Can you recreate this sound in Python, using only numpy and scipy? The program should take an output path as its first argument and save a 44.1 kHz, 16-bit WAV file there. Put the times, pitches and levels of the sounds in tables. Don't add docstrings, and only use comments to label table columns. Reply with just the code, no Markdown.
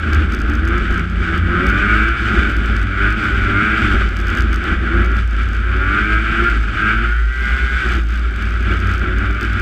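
import sys
import numpy as np
from scipy import signal
from scipy.fft import rfft, irfft, next_fast_len
from scipy.io import wavfile
from scipy.ndimage import uniform_filter1d

SR = 44100
rng = np.random.default_rng(int(sys.argv[2]) if len(sys.argv) > 2 else 0)


def output_pcm(signal):
    pcm = np.clip(np.atleast_2d(signal).T, -1, 1) * 32767
    wavfile.write(sys.argv[1], SR, np.round(pcm).astype(np.int16))


def level_to_linear(level):
    exponent = np.asarray(level, float) / 20
    return 10 ** exponent


N = 423801

# lower, upper in turns per s.
TOP_HZ = (114, 124)
# fully sunk, clear of it, in turns per s.
SLOW_HZ = (88, 102)


def engine():
    s = coarse_s()
    speed, pull = crank(s)
    effort_db = load(s) + 23
    turns = np.cumsum(fine(speed) * (1 + .0004 * drift(12))) / SR
    clean_db = 5.5 + 3 * np.maximum(np.tanh(pull / 24), -.3) + .3 * effort_db
    clean_db = clean_db + 4 * np.interp(speed, TOP_HZ, [0, 1])
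    shake = frame_shake(turns, speed, effort_db)
    rumble = track_rumble(turns, speed, pull, effort_db, clean_db)
    return shake + rumble + exhaust(turns, speed, pull, effort_db, clean_db)


def exhaust(turns, speed, pull, effort_db, clean_db):
    # frequency in Hz, level in dB per Hz.
    hiss_curve = [(2240, -33), (3800, 1), (4150, -5.5), (4810, -2.5), (5350, -8), (6450, -10),
                  (6960, -12.5), (7970, -10), (9240, -23.5), (13900, -29.3), (14600, -31), (14950, -75)]

    def hiss_at(hz):
        return at_hz(hiss_curve, hz)

    gusts = gusty_noise(turns, gate=0.14, patchy_db=1.0, rate=23)
    drop_db = 6 * np.clip(-pull / 70, 0, 1)
    lines, power = orders(turns, speed, clean_db - drop_db, range(8, 28), cavity_db, waver_db=2.5, smear=.2)
    roar_db = fine(effort_db) - 23
    roar = coloured(gusts, cavity_db) + lines
    roar *= level_to_linear(roar_db) / np.sqrt(band_rms(cavity_db, 1100, 3500) ** 2 + power)

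    spray_db = -2.5 * np.tanh(pull / 40)
    hiss_db = fine(-51.5 + .78 * effort_db + .04 * (speed - 95) + spray_db)
    hiss = coloured(gusts, hiss_at) / band_rms(hiss_at, 4200, 9000)
    sizzle = signal.sosfilt(signal.butter(2, 9000, "high", fs=SR, output="sos"), hiss)
    hiss += np.clip(0.07 * (roar_db + 25), -.3, 1) * sizzle
    return roar + level_to_linear(hiss_db) * hiss


def track_rumble(turns, speed, pull, effort_db, clean_db):
    # frequency in Hz, level in dB per Hz.
    rumble_curve = [(12, -29), (20, -11), (43, -9), (69, -3.5), (84, -16), (108, -16.5), (145, -23),
                    (215, -12), (274, -22), (334, -17), (406, -23.5), (471, -33.5), (822, -35.5),
                    (921, -46), (1000, -43.5), (1300, -70.5), (2200, -120)]
    # time in seconds, added rumble in dB.
    grip = [(0, 2.5), (.55, 3.5), (1.0, 0), (1.55, 2), (2.19, -5), (2.36, 4), (3.0, -2.5), (3.9, 1.5),
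            (4.15, -1), (4.9, 3), (5.3, -2), (7.04, -3.5), (7.13, -13), (7.8, -7.5), (7.96, 2),
            (8.08, -4.5), (9.1, .5), (9.61, -3)]

    def rumble_at(hz):
        return at_hz(rumble_curve, hz)

    grip_db = in_time(grip)[0]
    slack_db = 5 * np.clip(.5 - pull / 24, 0, 1) * np.interp(speed, SLOW_HZ, [1, .3])
    lines, power = orders(turns, speed, clean_db - slack_db, range(2, 9), rumble_at, waver_db=2.5, smear=.4)
    rumble = coloured(gusty_noise(turns, gate=0.081, patchy_db=1.5, rate=21), rumble_at) + lines
    level_db = fine(-27 + .76 * effort_db) + grip_db
    rumble *= level_to_linear(level_db) / np.sqrt(band_rms(rumble_at, 140, 480) ** 2 + power)
    by_air = signal.sosfiltfilt(signal.butter(2, 450, "high", fs=SR, output="sos"), rumble)
    return rumble - by_air + by_air * level_to_linear(-.5 * grip_db)


def frame_shake(turns, speed, effort_db):
    # centre in seconds, depth in dB, half length in seconds.
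    floats = [
        (.76, 4, .15),
        (2.31, 4, .1),
        (4.54, 5, .2),
        (4.91, 5, .1),
        (5.31, 9, .12),
        (7.42, 15, .38),
        (8.2, 18, .27),
        (9.3, 3, .3),
    ]
    # time in seconds, level in dB.
    buzz_curve = [
        (.7, -50),
        (.85, -29),
        (1.75, -28),
        (2.05, -45),
    ]
    first_db = fine(-27 - .36 * (speed - 95) + .2 * effort_db) - dips(floats)
    first_db = first_db + .3 + 3.5 * drift(6)
    first = np.sqrt(2) * level_to_linear(first_db) * np.sin(2 * np.pi * turns + drift(10) / 2)
    buzz_level = np.sqrt(2) * level_to_linear(in_time(buzz_curve)[0] + 2 * drift(10))
    return first + buzz_level * np.sin(2 * np.pi * 176 * np.arange(N) / SR + 1.5 * drift(4))


def orders(turns, crank_hz, throttle_db, numbers, db_at, waver_db, smear):
    loaded_db = [-2, 4, 1, -11, 3, -3, -6, -6, -3, -5, 3, -2, 1, 2, -3, -2, -2, -2, -1, 1, 0, -2, -2, -3,
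                 -5, -6]
    top_db = [-17, -2, -6, -14, -4, -10, -3, -5, -9, 4, 4, -10, -2, 7, 6, -6, -5, -5, -6, -12, -7, -5, -11,
              -2, -4, -11]
    top = np.interp(crank_hz, TOP_HZ, [0, 1])
    sunk_db = np.interp(crank_hz, SLOW_HZ, [7, 0])
    out, power = np.zeros(N), 0
    for k in numbers:
        order_db = (1 - top) * loaded_db[k - 2] + top * top_db[k - 2] - (k < 4) * sunk_db
        level = level_to_linear(db_at(k * crank_hz) + order_db + throttle_db) * np.sqrt(30 / SR)
        power = power + level ** 2
        height = fine(np.sqrt(2) * level * level_to_linear(waver_db * coarse_drift(10)))
        out += height * np.sin(2 * np.pi * (k * turns + rng.random()) + smear * drift(5.1))
    return out, fine(power)


def crank(s):
    # opens in seconds, crank turns per s then, eases in seconds,
    # turns per s then, settling time constant in seconds.
    pulls = np.array([(-.3, 70, -.03, 80.5, .2), (.51, 73.4, .79, 89.5, .06), (.93, 85.6, 1.07, 86.7, .3),
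                      (1.38, 81.8, 1.45, 83.4, 2), (1.46, 83.8, 1.78, 99.3, 2),
                      (1.98, 106, 2.18, 117.3, .13), (2.42, 100.3, 2.43, 100.2, 3),
                      (2.82, 93, 3.02, 98.5, 2), (3.03, 99, 3.19, 108.6, .06), (3.49, 97, 3.78, 110.2, .28),
                      (4.87, 80.6, 5.17, 97.2, .07), (5.31, 89.3, 5.38, 90, .3), (5.64, 87, 6.08, 105.5, 2),
                      (6.3, 111.2, 6.52, 117.4, .1), (6.8, 104, 6.93, 109.4, 2), (7.24, 126, 7.32, 130, 2),
                      (7.45, 132.9, 7.46, 133, .2), (7.67, 134.3, 7.77, 134.8, .4),
                      (8.25, 97.4, 8.26, 97.2, 3), (9.0, 87.5, 9.41, 100.6, 1), (9.7, 92.5, 10, 100, 1)])
    now = np.searchsorted(pulls[:-1, 0], s) - 1
    opens, low, eases, high, settle = pulls[now].T
    next_s, next_low = pulls[now + 1, :2].T
    settled = np.expm1(-np.maximum(s - eases, 0) / settle) / np.expm1(-(next_s - eases) / settle)
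    climbed = np.minimum((s - opens) / (eases - opens), 1)
    speed = low + (high - low) * climbed + (next_low - high) * settled
    flywheel_s = .07
    speed = uniform_filter1d(speed, int(flywheel_s * SR / 40), mode="nearest")
    return speed, np.gradient(speed, s)


def load(s):
    # time in seconds, exhaust roar in dB, seconds to swell 10 dB, seconds to fade 10 dB.
    surges = [(.15, -20, .19, .17), (.35, -25, .3, .4), (.51, -23, .11, .25), (.73, -20.5, .18, .3),
              (1.0, -22, .9, .08), (1.36, -19.5, .24, .07), (1.56, -19, .17, .9), (1.96, -14.5, .9, .33),
              (2.39, -18.5, .9, .32), (2.75, -22.5, .6, .32), (3.06, -15.5, .16, .13),
              (3.24, -17.5, .15, .29), (3.65, -15, .45, .7), (4.025, -19.5, .9, .07), (4.38, -20, .35, .14),
              (4.55, -22.5, .25, .12), (4.68, -18.5, .1, .16), (4.99, -18.5, .25, .15), (5.18, -24, .9, .1),
              (5.39, -25.5, .15, .5), (5.99, -15.5, .3, .14), (6.14, -17, .3, .16), (6.36, -16.5, .3, .9),
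              (6.49, -16.5, .9, .09), (6.91, -14.5, .19, .08), (7.05, -20, .4, .22), (7.5, -19, .25, .9),
              (7.95, -20.5, 3, .065), (8.15, -28, .18, .9), (8.42, -24, .16, .4)]
    # first surge in seconds, period in seconds, roar in dB,
    # seconds to swell 10 dB, seconds to fade 10 dB.
    washboard = (8.72, .178, -21.5, .2, .17)
    first, period, *shape = washboard
    steady = [(first + k * period, *shape) for k in range(7)]
    rows = np.array([(-1, -60, 1, 1)] + surges + steady)
    coming = np.searchsorted(rows[:, 0], s)
    was_s, was_db, _, fade = rows[coming - 1].T
    at, db, swell, _ = rows[coming].T
    fading = was_db - 10 * (s - was_s) / fade
    swelling = db - 10 * (at - s) / swell
    return uniform_filter1d(np.maximum(fading, swelling), size=11)


def gusty_noise(turns, gate, patchy_db, rate):
    beat = np.cos(2 * np.pi * turns) + .6 * np.cos(6 * np.pi * turns)
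    return rms_one(rng.standard_normal(N) * (1 + gate * beat) * level_to_linear(patchy_db * drift(rate)))


def cavity_db(hz):
    # frequency in Hz, level in dB per Hz.
    roar_curve = [(500, -59.5), (850, -19), (910, -30.5), (1000, -22.5), (1140, -13), (1270, -2.5),
                  (1420, 1.5), (1610, -0.5), (1830, -13.5), (1930, -14), (2320, -8.5), (2690, -15),
                  (3060, -14.5), (3580, -24.5), (4100, -52), (4300, -36.5), (5590, -63), (9460, -120)]
    # frequency in Hz, width in Hz, height in dB.
    resonances = [(1946, 58, 7.5), (2275, 36, 5), (2700, 70, -2), (3492, 43, 8.5)]
    peaks = sum(db / (1 + (2 * (hz - mid) / width) ** 2) for mid, width, db in resonances)
    return at_hz(roar_curve, hz) + peaks


def mount():
    # time in seconds, frequency in Hz.
    swing_hz = [(0, 56), (.9, 55), (1.5, 57), (1.92, 53.5), (2.22, 60), (2.45, 56), (3.15, 52), (3.75, 57),
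                (4.05, 52), (4.38, 52), (4.5, 58.4), (4.85, 58), (5.05, 55.8), (6.3, 54.8), (6.7, 51.5),
                (7.15, 53.6), (7.6, 59), (8.2, 56)]
    # time in seconds, level in dB.
    swing_db = [(0, -20), (.4, -17.5), (1.5, -18.5), (2.1, -14.5), (2.9, -15.5), (3.36, -14.5), (3.9, -20),
                (4.05, -12.5), (4.3, -17), (4.74, -11), (5.2, -14), (5.9, -16.5), (6.05, -13), (7.0, -15),
                (7.6, -9.5), (7.95, -14.5), (9.05, -17.5), (9.61, -11)]
    # time in seconds, depth in dB, half length in seconds.
    checks = [(.08, 16, .25), (1.3, 17, .09), (1.66, 7, .15), (2.17, 12, .06), (2.33, 22, .11),
              (2.93, 9, .1), (3.2, 11, .12), (3.61, 13, .18), (4.14, 7, .09), (4.36, 15, .06),
              (4.66, 30, .1), (4.85, 14, .09), (5.97, 16, .06), (6.08, 10, .06), (6.34, 9, .2),
              (6.8, 14, .17), (7.36, 12, .07), (7.47, 14, .06), (7.59, 18, .05), (7.7, 13, .06),
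              (7.81, 21, .05), (8.38, 6, .07), (9.4, 12, .08), (9.61, 12, .14)]
    phase = 2 * np.pi * np.cumsum(in_time(swing_hz)[0]) / SR + .6 * drift(3)
    swing = np.sin(phase) + level_to_linear(-35) * np.cos(2 * phase)
    return np.sqrt(2) * level_to_linear(in_time(swing_db)[0] - dips(checks) - .6 + .9 * drift(12)) * swing


def latch():
    # time in seconds, level in dB.
    ticks = [(.322, -43), (.3905, -44), (.6528, -45), (.7814, -42), (1.3785, -43), (1.6677, -38.5),
             (2.0339, -47), (2.0872, -46), (2.5675, -42), (2.6598, -44), (2.7659, -41), (3.2404, -43),
             (4.0903, -47), (4.1686, -40), (4.3022, -41), (4.3517, -39), (4.5601, -40), (4.6404, -42),
             (5.1167, -48), (5.4341, -46), (5.4883, -47), (6.4406, -47), (6.5, -45), (7.4566, -47),
             (8.4243, -44), (8.6267, -48), (8.9151, -43), (9.1849, -42), (9.3107, -46), (9.5327, -42)]
    # first contact in seconds, last in seconds, number of contacts,
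    # first level in dB, last level in dB.
    chatter = [(0.9092, 0.9431, 3, -46, -45), (4.1895, 4.2142, 3, -45, -44), (5.5325, 5.5671, 3, -47, -52),
               (6.5716, 6.6091, 3, -53, -55), (7.1094, 7.2558, 9, -55, -54), (7.2737, 7.3427, 5, -60, -53),
               (7.3593, 7.4412, 6, -51, -49), (7.4866, 7.5169, 3, -51, -52), (7.5344, 7.5837, 4, -54, -52),
               (7.6468, 7.68, 3, -57, -52), (7.9218, 7.9844, 5, -43, -47), (8.0012, 8.0698, 5, -53, -53),
               (8.0878, 8.1756, 6, -48, -48), (8.4746, 8.5067, 3, -56, -48), (8.5234, 8.5591, 3, -49, -59),
               (8.872, 8.8946, 2, -43, -45), (8.9382, 8.9586, 3, -42, -53), (9.4112, 9.4501, 3, -39, -44)]
    # time of the first in seconds, delay of the second in seconds, level of
    # the first in dB, level of the second in dB.
    doubles = [(.1334, .0141, -37, -38), (.3367, .0115, -44, -38), (.4024, .0152, -45, -42.5),
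               (.4856, .0135, -50, -42), (.5372, .016, -46, -42), (.6766, .0097, -42, -44),
               (.9789, .0167, -43, -43), (1.6893, .0106, -41, -40), (2.4987, .0178, -48, -48),
               (2.8155, .0145, -49, -44), (3.1051, .0213, -41, -46), (4.2705, .0127, -43, -43),
               (4.3724, .0128, -38, -41), (4.407, .0145, -37, -41), (4.5301, .0131, -40, -39),
               (5.0472, .0142, -44, -46), (5.1682, .0195, -45, -48), (7.8897, .0212, -42, -50),
               (8.7158, .022, -48, -47), (8.7919, .0106, -49, -44), (8.9801, .0148, -44, -43),
               (5.3098, .056, -49, -51), (8.3615, .0942, -47, -51), (8.77, .0769, -49, -51),
               (9.2579, .09, -51, -50), (8.1943, .0205, -48, -62), (7.8637, .0472, -48, -56),
               (5.223, .018, -58, -56), (5.276, .022, -50, -55), (5.331, .125, -54, -54),
               (5.512, .092, -57, -53)]
    # time in seconds, level in dB.
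    more_ticks = [(.3654, -53), (.6862, -44), (.8751, -54), (1.0431, -55), (1.0985, -50), (1.115, -56),
                  (1.3599, -53), (2.7957, -51), (2.8701, -54), (3.9361, -46), (4.1105, -54), (4.5781, -54),
                  (5.0177, -52), (5.0812, -55), (5.4186, -53), (5.7669, -49), (6.0395, -51), (6.6302, -50),
                  (6.9772, -51), (7.0898, -51), (7.7211, -52), (7.7363, -51), (8.3098, -52), (8.3275, -53),
                  (8.576, -53), (8.608, -49), (8.8132, -51), (9.0316, -53), (9.3291, -50), (9.5991, -41)]
    # frequency in Hz, level in dB,
    # 60 dB decay time in seconds, delay in seconds.
    tick_modes = [(4830, 11, 0.004, -.0003), (5770, 3.5, 0.0048, .0001), (6340, 6.5, 0.0054, .0002),
                  (7950, 2, 0.0043, .0003), (8800, -6, 0.0043, -.0004), (10350, -7, 0.004, -.0004),
                  (13200, -.5, .003, -.0002)]
    runs = [np.linspace((t0, db0), (t1, db1), int(count)) for t0, t1, count, db0, db1 in chatter]
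    runs += [[(t, db0), (t + gap, db1)] for t, gap, db0, db1 in doubles]
    s, peak_db = np.vstack([ticks] + runs + [more_ticks]).T
    spread = rng.normal(0, 1.8, (len(s), len(tick_modes)))
    out = np.zeros(N)
    for (hz, db, t60, delay), own_db in zip(tick_modes, spread.T):
        out += struck(s + delay, level_to_linear(peak_db + db + own_db + 3.5), hz, t60)
    return out


def skis():
    # time in seconds, peak level in dB.
    thumps = [(0.055, -15), (0.241, -19), (0.875, -14), (1.003, -15), (1.309, -13), (2.328, -11),
              (3.241, -12), (3.617, -11), (3.94, -13), (4.338, -14), (4.399, -13), (4.549, -17),
              (4.672, -15), (4.847, -15), (4.959, -13), (5.869, -16), (6.308, -17), (6.817, -16),
              (7.929, -15), (8.399, -24), (9.084, -15), (9.279, -18)]
    # frequency in Hz, level in dB, 60 dB decay time in seconds.
    frame_modes = [(125, -11, .07), (175, -8, .06), (235, -9, .06), (340, -12, .05), (400, -16, .04)]
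    s, peak_db = np.transpose(thumps)
    spread = rng.normal(0, 3, (len(s), len(frame_modes)))
    knocks = np.zeros(N)
    for k, (hz, db, t60) in enumerate(frame_modes):
        knocks += (-1) ** k * struck(s, level_to_linear(peak_db + db + spread[:, k]), hz, t60)
    return signal.sosfilt(signal.butter(2, 450, fs=SR, output="sos"), knocks)


def struck(s, gains, hz, t60):
    clicks = np.full(N, 1e-18)
    clicks[np.round(s * SR).astype(int)] = gains
    r, w = level_to_linear(-60 / (t60 * SR)), 2 * np.pi * hz / SR
    return signal.lfilter([0, np.sin(w)], [1, -2 * r * np.cos(w), r * r], clicks)


def coloured(x, db_at):
    size = next_fast_len(N)
    hz = np.maximum(np.arange(size // 2 + 1) * SR / size, 1)
    return irfft(rfft(x, size) * level_to_linear(db_at(hz)), size)[:N]


def band_rms(db_at, low_hz, high_hz):
    hz = np.arange(low_hz, high_hz)
    return np.sqrt(np.sum(level_to_linear(db_at(hz)) ** 2) * 2 / SR)


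def at_hz(points, hz):
    p = np.array(points)
    return np.interp(np.log(hz), np.log(p[:, 0]), p[:, 1], left=-120, right=-120)


def rms_one(x):
    return x / np.sqrt(np.mean(x ** 2) + 1e-20)


def in_time(rows):
    s, *columns = np.transpose(rows)
    return [np.interp(np.arange(N) / SR, s, c) for c in columns]


def coarse_s():
    return np.arange(N // 40 + 2) * 40 / SR


def fine(coarse):
    return np.interp(np.arange(N) / 40, np.arange(len(coarse)), coarse)


def coarse_drift(rate):
    r = np.exp(-80 * np.pi * rate / SR)
    noise = rng.standard_normal(N // 40 + 2002)
    return rms_one(signal.lfilter([1], [1, -2 * r, r * r], noise)[2000:])


def drift(rate):
    return fine(coarse_drift(rate))


def dips(rows):
    return fine(sum(db * np.maximum(1 - abs(coarse_s() - at) / half, 0) for at, db, half in rows))


def scene():
    return (engine() + mount() + latch() + skis())[None]


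def low_pass(x):
    return signal.sosfilt(signal.butter(12, 15730, fs=SR, output="sos"), x)


def record(dry):
    top_cut = signal.cheby2(16, 90, 16500, fs=SR, output="sos")
    bass_cut = signal.butter(2, 24, "high", fs=SR, output="sos")
    rounded = 2 * np.tanh(signal.sosfilt(bass_cut, dry) / 2)
    return low_pass(signal.sosfilt(top_cut, rounded))


dry = scene()
out = record(dry)
output_pcm(out)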